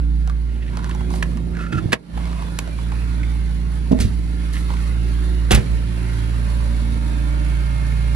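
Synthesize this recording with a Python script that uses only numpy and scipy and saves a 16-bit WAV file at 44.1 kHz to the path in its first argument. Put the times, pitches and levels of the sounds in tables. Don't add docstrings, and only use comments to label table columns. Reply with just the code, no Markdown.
import sys
import numpy as np
from scipy import signal
from scipy.fft import rfft, irfft, next_fast_len
from scipy.io import wavfile
from scipy.ndimage import uniform_filter1d, map_coordinates

SR = 44100
rng = np.random.default_rng(int(sys.argv[2]) if len(sys.argv) > 2 else 0)


def store_wav(level_fs):
    pcm = np.round(np.clip(np.atleast_2d(level_fs), -1, 1) * 32767)
    wavfile.write(sys.argv[1], SR, pcm.T.astype(np.int16))


def ratio(d):
    e = np.asarray(d, float) / 20
    return 10 ** e


N = 359415

# frequency in Hz, density in dB per Hz.
HISS_SPECTRUM = [(2500, -32), (4000, -3), (5500, -9), (7500, -10), (9500, -7.5), (10500, -6), (12000, -9.5),
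                 (14000, -11), (15800, -18)]
# time in seconds, distance in m.
BAY_DISTANCE = [(0, 3.5), (5, 3.85), (6.4, 1.56), (7.45, 0.87), (8.15, 1.3)]


def unit(x):
    return x / np.sqrt(np.mean(x ** 2) + 1e-20)


def along(points, hz):
    f, v = np.transpose(points)
    return np.interp(np.log(hz + 1), np.log(f + 1), v)


def curve(rows):
    s, value = np.transpose(rows)
    return np.interp(np.arange(N) / SR, s, value)


def wobble(rate_hz):
    knots = rng.standard_normal(int(N * rate_hz / SR) + 4)
    return map_coordinates(knots, [np.arange(N) * rate_hz / SR])


def filtered(x, response):
    m = next_fast_len(N + SR // 2)
    return irfft(rfft(x, m) * response(np.fft.rfftfreq(m, 1 / SR)), m)[..., :N]


def peak(f, hz, width_hz):
    return 1j * f * width_hz / (hz * hz - f * f + 1j * f * width_hz)


def pair(spectrum, beat_db=0, patchy_db=1, size=512):
    # frequency in Hz, likeness of the ports (0 to 1).
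    likeness = [(60, 0.93), (250, 0.47), (600, 0.19), (1500, 0.31), (4000, 0.077), (9000, 0.74), (14000, 1)]
    z = signal.stft(rng.standard_normal((2, N)) * ratio(beat_db), nperseg=size)[2]
    field = uniform_filter1d(rng.standard_normal(z.shape[1:]), size=3, axis=0)
    field = uniform_filter1d(field, size=10, axis=1)
    both = signal.istft(z * ratio(patchy_db * unit(field)), nperseg=size)[1][:, :N]

    def mid_side_response(hz):
        turn = np.arccos(np.clip(along(likeness, hz), 0, 1)) / 2
        return ratio(along(spectrum, hz)) * [np.cos(turn), np.sin(turn)]

    mid, side = filtered(both, mid_side_response)
    return unit(np.array([mid + side, mid - side]))


def spots(name):
    # centre in seconds, width in seconds, change in dB.
    order_spots = dict( second=(-42.5, [(.05, .2, -36), (2.35, 0.29, -8), (3.0, 0.45, 7), (5.0, 0.16, 10.5),
                   (6.2, 0.74, 13.5), (8.1, 0.54, 11.5)]), half=(-42, [(.2, .3, 3), (3.6, .35, 5),
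                   (6.1, .3, -4), (7.7, 1, 11.5)]), third=(-35, [(.55, 0.17, -16), (1.3, 0.89, 3),
                   (2.8, 0.2, -3), (7.2, 0.99, -4.5)]), fourth=(-48.5, [(1.2, 0.62, 8), (6.9, 0.42, 12.5)]),
                   fifth=(-53, [(.05, .2, 12.5), (1.45, 0.081, 3), (3.2, 0.38, 8), (4.35, 0.34, 10.5),
                   (5.2, 0.23, 10), (6.0, 0.33, 10.5), (7.0, 0.5, 11)]))
    # centre in seconds, width in seconds, change in dB.
    part_spots = dict( pump=(-56.5, [(1.5, 0.74, 9), (4.5, 0.6, 7), (5.3, 0.52, 9.5), (7.3, 0.33, 9.5)]),
                  fan=(-59.5, [(1.3, 0.7, 14.5), (3.95, 0.19, 11.5), (4.6, 0.49, 6.5), (5.3, 0.35, 13.5),
                  (6.1, 0.4, 7), (7.0, 0.11, 9)]), alternator=(-12.5, [(3.4, .15, 9), (4.9, 0.85, 7),
                  (7.72, 0.21, 17.5), (8.1, 0.22, 15.5)]), rumble=(-35.5, [(.25, .35, -9), (1.4, .4, 3.5),
                  (4.0, 1, -3), (7.5, 0.53, -2.5)]))
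    usual_db, rows = (order_spots | part_spots)[name]
    t = np.arange(N) / SR
    return usual_db + sum(db * np.exp(-((t - s) / width_s) ** 2) for s, width_s, db in rows)


def firing_boom(phase):
    # time in seconds, level in dB.
    first_order = [(0.15, -17), (.8, -25), (1.15, -20.5), (1.65, -26.5), (2.25, -23), (2.6, -28),
                   (2.9, -21.5), (3.3, -19.5), (3.75, -21), (4.5, -21), (5.35, -17.5), (5.73, -17.5),
                   (5.9, -22.5), (6.7, -18), (7.0, -20), (7.5, -18), (7.8, -19.5), (8.15, -17.5)]
    order_db = [curve(first_order)] + [spots(name) for name in ("second", "half", "third", "fourth", "fifth")]
    boom = np.zeros(N)
    for k, lag_turns, db in zip((1, 2, 2.5, 3, 4, 5), (0, .12, 0, .5, 0, .5), order_db):
        angle = k * phase + 0.17 * k * wobble(7) - 2 * np.pi * lag_turns
        boom += ratio(db + 0.21 * k * wobble(9)) * np.cos(angle)
    return boom


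def tones(lines):
    t = np.arange(N) / SR
    return sum(ratio(db + 1.6 * wobble(8)) * np.sin(2 * np.pi * hz * t + wobble(12)) for hz, db in lines)


def accessories():
    # frequency in Hz, level in dB.
    belt_lines = [(587, -48), (612, -64), (845, -54), (915, -52.5), (1314, -54.5), (1389, -48.5),
                  (1809, -58.5)]
    # frequency in Hz, level in dB.
    alternator_lines = [(2137, -53), (2181, -62)]
    pump_hz, fan_hz = 305, 363.5
    t = np.arange(N) / SR
    pump = ratio(spots("pump") + 2.2 * wobble(1.5)) * np.sin(2 * np.pi * pump_hz * t + 0.49 * wobble(6.3))
    fan = ratio(spots("fan") + 3.62 * wobble(6)) * np.sin(2 * np.pi * fan_hz * t + 2.3 * wobble(4))
    whine = tones(belt_lines) / curve(BAY_DISTANCE)
    return pump + fan + whine + ratio(spots("alternator")) * tones(alternator_lines)


def valve_gear(phase):
    # frequency in Hz, density in dB per Hz.
    bay_spectrum = [(240, -39), (400, -10.5), (595, -1.5), (754, -8), (925, -4), (1210, -4.5), (1340, -6.5),
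                    (1740, -2), (1950, -11), (2160, -4.5), (2320, -7), (4220, -14.5), (6000, -27),
                    (7800, -49), (13200, -120)]
    # frequency in Hz, density in dB per Hz.
    door_spectrum = [(300, -11), (450, -9), (690, -14.5), (850, -7.5), (1070, -8.5), (1740, -8.5),
                     (2450, -11), (4420, -17), (6000, -29.5), (8000, -62)]
    # time in seconds, level in dB re open air.
    path = [(0, -11), (.55, -10), (1.0, -5.5), (1.65, -11), (2.3, -3), (2.85, -2.5), (3.9, -4), (4.3, -2.5),
            (5.4, -1), (7.5, 1), (8.15, 0)]
    open_db = curve(path)
    gear_gain = ratio(-40.5 + 0.95 * open_db)
    beat = np.cos(phase) + 0.72 * np.cos(phase / 3) + wobble(16)
    bay_share = np.clip(1 - np.log(curve(BAY_DISTANCE)) / 1.37, 0, 1)
    bay = np.sqrt(bay_share) * pair(bay_spectrum, 0.5 * beat, patchy_db=3, size=2048)
    door = np.sqrt(1 - bay_share) * pair(door_spectrum, 0.66 * beat, patchy_db=3.5, size=1024)
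    hiss = ratio(-47 + 0.99 * open_db) * pair(HISS_SPECTRUM, 1.04 * beat, patchy_db=-1.5)
    return gear_gain * (bay + door) + hiss


def block_rumble(phase):
    # frequency in Hz, density in dB per Hz.
    spectrum = [(20, -28), (38, -18), (75, -0.5), (100, -4), (160, -4.5), (250, -5.5), (340, -13.5),
                (450, -17.5), (700, -22), (1200, -50.5)]
    return ratio(spots("rumble")) * pair(spectrum, 2.7 * np.cos(phase / 2), patchy_db=1.5)


def engine():
    firing_hz = 57.2 + 0.2517 * wobble(2)
    phase = 2 * np.pi * np.cumsum(firing_hz) / SR
    tonal = firing_boom(phase) + accessories()
    return np.sqrt(2) * tonal + block_rumble(phase) + valve_gear(phase)


def burst(t60_s, attack_s, t):
    return rng.standard_normal(len(t)) * ratio(-60 * t / t60_s) * (1 - np.exp(-t / attack_s))


def add(out, s, sound, pan_db):
    gain = ratio([[pan_db / 2 + 5.0], [-pan_db / 2 + 0.5]])
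    out[:, round(s * SR):][:, :len(sound)] += sound * gain


def thumps():
    # start in seconds, level in dB, hardness in dB per octave.
    kick_panel = ([(105.5, 0.5, 0.07), (74, -6, 0.2), (191, -2, 0.01), (321, -16, 0.14)], [(1.726, -21, 5),
                  (1.742, -16.5, -2), (1.756, -13, -2), (1.775, -16, -3), (1.84, -20.5, 0.5),
                  (1.857, -13.5, -6), (1.889, -18, -6)])
    bonnet = ([(244, 0, 0.032), (520, 0, 0.031)], [(1.931, -13.5, .1)])
    door_stop = ([(195, -0.5, .04), (246.7, -8.5, 0.16), (427, -7, 0.035), (634, -14, 0.073),
                 (830, -21.5, .04)], [(3.912, -7.5, 0.033333), (3.927, -7.5, 1.1)])
    door_swing = ([(72, -3.5, 0.25), (97, -2.5, 0.12), (227, -4.5, 0.082), (380, -12.5, .034)],
                  [(3.999, -21.5, 2.5), (4.02, -27.5, 4.5), (4.047, -14.5, -1.5)])
    door_slam = ([(66.7, -2.5, 0.22), (122.6, -1.5, 0.11), (202, -1.5, 0.045), (347, -0.5, 0.022),
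                 (477, -18.5, 0.09), (753, -19, 0.043)], [(5.51, -18.5, 6), (5.538, -10.5, 0),
                 (5.576, -15.5, 1.5)])
    out, t = np.zeros((2, N + SR)), np.arange(SR // 2) / SR
    for modes, blows in (kick_panel, bonnet, door_stop, door_swing, door_slam):
        lowest_hz = modes[0][0]
        for s, db, hardness in blows:
            ring = np.zeros(len(t))
            for hz, level_db, t60_s in modes:
                mode_db = level_db + hardness * np.log2(hz / lowest_hz)
                ring += ratio(mode_db - 60 * t / t60_s) * np.sin(2 * np.pi * hz * t)
            add(out, s, ratio(db + 4.5) * ring * (1 - np.exp(-t / 0.0019)), -4.4)
    return out[:, :N]


def snaps():
    # start in seconds, peak in dB, centre in Hz, crack in dB, t60 in seconds.
    contacts = [(1.225, -14.5, 1940, -7, 0.025), (1.724, -30, 1800, -30, .044),
                (1.92, -22.5, 2060, -16, 0.076), (1.928, -8, 2040, -21, 0.044),
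                (1.938, -12.5, 1200, -8, 0.016), (2.588, -9, 2370, 4, 0.014), (3.917, -32, 3200, -35, .047),
                (4.0, -29.5, 3970, 0.5, 0.22), (5.507, -11.5, 2670, -22.5, 0.042),
                (5.515, -12.5, 2720, -1, 0.067), (5.528, -20, 1990, -7, 0.13),
                (5.546, -16, 2770, 2.5, 0.069), (5.57, -31, 2000, -9, .17)]
    # frequency in Hz, width in Hz, level in dB.
    part_rings = [(530, 316, 5), (1350, 130, -23), (1620, 80, -9), (2570, 280, -20)]
    out, t = np.zeros((2, N + SR)), np.arange(SR // 5) / SR
    f = np.fft.rfftfreq(len(t), 1 / SR)
    rings = 0.94 + sum(ratio(db + 12) * peak(f, hz, width_hz) for hz, width_hz, db in part_rings)
    for s, db, hz, bright_db, t60_s in contacts:
        body = rfft(burst(t60_s, 0.0017, t)) * peak(f, hz, 0.79 * hz) * rings
        crack = rfft(burst(0.53 * t60_s, 0.0034, t)) * peak(f, 9300, 14000) * ratio(bright_db)
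        add(out, s, ratio(db + 6.0) * irfft(body + crack, len(t)), -4.3)
    return out[:, :N]


def ticks():
    # start in seconds, peak in dB, ring in Hz.
    crisp = [(.275, -24, 710), (.297, -23.5, 1170), (.771, -19.5, 860), (.843, -20, 886),
             (.894, -22.5, 1030), (.949, -24.5, 790), (1.104, -24, 892), (1.159, -24, 680),
             (1.372, -24.5, 1090), (2.254, -25, 625), (2.422, -24, 913), (2.675, -27, 600),
             (3.989, -19.5, 670)]
    # start in seconds, peak in dB, ring in Hz.
    dull = [(1.007, -23, 743), (1.138, -17, 795), (1.549, -25.5, 1607), (1.567, -23.5, 1680),
            (1.589, -26, 1350), (2.174, -20, 850), (2.273, -25, 990), (2.296, -40, 1040), (2.33, -31, 1300),
            (2.787, -26, 933), (2.918, -21, 845), (3.231, -24, 2177), (4.703, -21, 950)]
    t60_s = 0.034
    out, t = np.zeros((2, N + SR)), np.arange(SR // 5) / SR
    f = np.fft.rfftfreq(len(t), 1 / SR)
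    for rows, crack_db in ((crisp, -1), (dull, -38)):
        for s, db, hz in rows:
            ring = rfft(burst(t60_s, 0.00092, t)) * peak(f, hz, 166) * ratio(13.5)
            crack = rfft(burst(0.19 * t60_s, 0.00053, t)) * peak(f, 3000, 5200) * ratio(crack_db + 0.5)
            add(out, s, ratio(db) * irfft(ring + crack, len(t)), -4.4)
    return out[:, :N]


def stroke(s, length_s):
    rise, fall, edge_db = 0.2, 0.32, 10.5
    u = (np.arange(N) / SR - s) / length_s
    outside = np.maximum(1 - u / rise, 1 - (1 - u) / fall)
    return ratio(-edge_db * np.clip(outside, 0, 5))


def cable():
    # start in seconds, length in seconds, level in dB.
    squeals = [
        (1.574, 0.093, -32),
        (1.66, 0.047, -42),
        (1.719, 0.021, -28),
        (1.745, 0.053, -29),
    ]
    # frequency in Hz, width in Hz, level in dB.
    steel = [(1380, 38, 14.5), (1700, 38, 2), (2560, 55, -1), (3040, 36, -15)]
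    slips = rng.standard_normal(N) * ratio(4 * wobble(60))
    ring = filtered(slips, lambda f: sum(ratio(db) * peak(f, hz, width_hz) for hz, width_hz, db in steel))
    return sum(ratio(db) * stroke(s, length_s) for s, length_s, db in squeals) * unit(ring)


def rubbing():
    # start in seconds, length in seconds, level in dB, centre in Hz,
    # fibre hiss in dB.
    strokes = [(0.259, 0.062, -46, 1190, -74), (0.444, 0.28, -53.5, 2180, -66),
               (0.692, 0.32, -38.5, 1070, -60), (1.097, .13, -36, 880, -38), (1.24, 0.13, -58, 1100, -46),
               (1.523, 0.19, -42, 1430, -68.5), (2.13, 0.43, -35.5, 900, -64),
               (2.556, 0.37, -67, 1300, -50), (2.88, 0.24, -43.5, 1240, -64),
               (3.985, 0.086, -39.5, 1700, -34), (4.523, 0.1, -37, 1860, -32.5),
               (4.672, 0.1, -33.5, 1000, -43), (4.755, 0.086, -37.5, 1310, -42.5),
               (4.843, 0.083, -57, 1600, -42), (0.763, .22, -44, 2300, -58), (1.72, .2, -41.5, 750, -70),
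               (6.018, 0.14, -41.5, 1530, -52)]
    shapes = np.array([stroke(s, length_s) for s, length_s, *_ in strokes])
    rub_db, centre_hz, fibre_db = np.transpose(strokes)[-3:]
    centre_hz = centre_hz[shapes.argmax(axis=0)]
    grains = rng.standard_normal(N) * ratio(2.2 * wobble(70) + 3 * wobble(300))
    body = np.zeros(N)
    for hz in (700, 1000, 1400, 1900, 2600):
        nearness = np.exp(-(np.log(centre_hz / hz) / 0.34) ** 2)
        body += nearness * unit(filtered(grains, lambda f: peak(f, hz, 0.35 * hz) ** 2))
    wide = unit(filtered(grains, lambda f: peak(f, 2000, 1200)))
    rub = ratio(rub_db - 2.0) @ shapes * (0.75 * body + 0.33 * wide)
    fibre = ratio(fibre_db - 7.0) @ shapes * pair(HISS_SPECTRUM, 3.2 * wobble(90), patchy_db=1.5)
    return rub + fibre


def shop(x):
    # frequency in Hz, t60 in seconds.
    decay = [(100, 0.75), (1000, 0.16), (4000, 0.076), (12000, 0.071)]
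    hz, t, z = signal.stft(rng.standard_normal((2, SR // 2)), SR, nperseg=256)
    tail = signal.istft(z * ratio(-60 * t / along(decay, hz)[:, None]), SR, nperseg=256)[1]
    delayed = np.pad(x, ((0, 0), (300, 0)))
    return signal.fftconvolve(delayed, tail / np.linalg.norm(tail[0]), axes=1)[:, :N]


def ports(x, lead):
    # frequency in Hz, left over right in dB.
    tilt = [(60, -5), (110, -7.5), (200, -5), (380, -9.5), (700, 0.5), (1290, -4), (2380, -3.5),
            (4400, -3.0), (8120, -2.5), (15000, 2)]
    half = np.array([[.5], [-.5]])
    return filtered(x, lambda hz: ratio(half * along(tilt, hz)) * np.exp(1j * half * along(lead, hz)))


def ducking():
    # start in seconds, hold in seconds, release in seconds, deep bass in dB, rest in dB.
    ducks = [
        (1.681, 0.18, 0.037, -14, 1.4),
        (1.928, 0.064, 0.11, -41, -11),
        (5.579, 0.043, 0.043, -10.5, 0.5),
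    ]
    attack_s = 0.053
    t = np.arange(N) / SR
    dips = []
    for s, hold_s, release_s, *_ in ducks:
        down = (t - s) / attack_s
        up = 1 + (s + attack_s + hold_s - t) / release_s
        dips.append(np.clip(np.minimum(down, up), 0, 1))
    return np.transpose(ducks)[-2:] @ np.array(dips)


def scene():
    # frequency in Hz, left port lead in radians.
    far_lead = [(0, -3), (340, 0.5), (600, 2.02), (1030, 1.87), (3530, 10), (6030, 19.5), (6550, 15.5),
                (7410, 24.5), (9390, 19.5), (11800, 16.0), (12700, -22), (13200, 34), (14600, -10),
                (15300, 39)]
    # frequency in Hz, left port lead in radians.
    hand_lead = [(30, -0.71), (150, -0.81), (300, -1.14), (550, -2.07), (900, -1.93), (1500, -1.44),
                 (4000, -1.13), (15000, -1.86)]
    knocks = thumps() + snaps() + ticks()
    far = engine() + ratio(-13.5) * shop(knocks)
    near = knocks + cable() + rubbing()
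    return ports(far, far_lead) + ports(near, hand_lead)


def band_limit(x):
    return signal.sosfilt(signal.butter(12, 15750, fs=SR, output="sos"), x)


def record(dry):
    # frequency in Hz, level in dB.
    mic = [(20, 0.5), (11300, 0), (11800, -10), (12150, -24), (12500, -13), (13200, -7.5), (15000, -12.5),
           (15700, -14), (15900, -60)]
    bass = filtered(dry, lambda hz: 1 / (1 + (hz / 130) ** 4))
    treble = filtered(dry, lambda hz: ratio(along(mic, hz))) - bass
    bass = filtered(bass, lambda hz: hz ** 6 / (hz ** 6 + 32 ** 6))
    bass_db, treble_db = ducking()
    x = bass * ratio(bass_db) + treble * ratio(treble_db)
    x = x / (1 + np.abs(x / .93) ** 6) ** (1 / 6)
    return band_limit(x)


dry = scene()
out = record(dry)
store_wav(out)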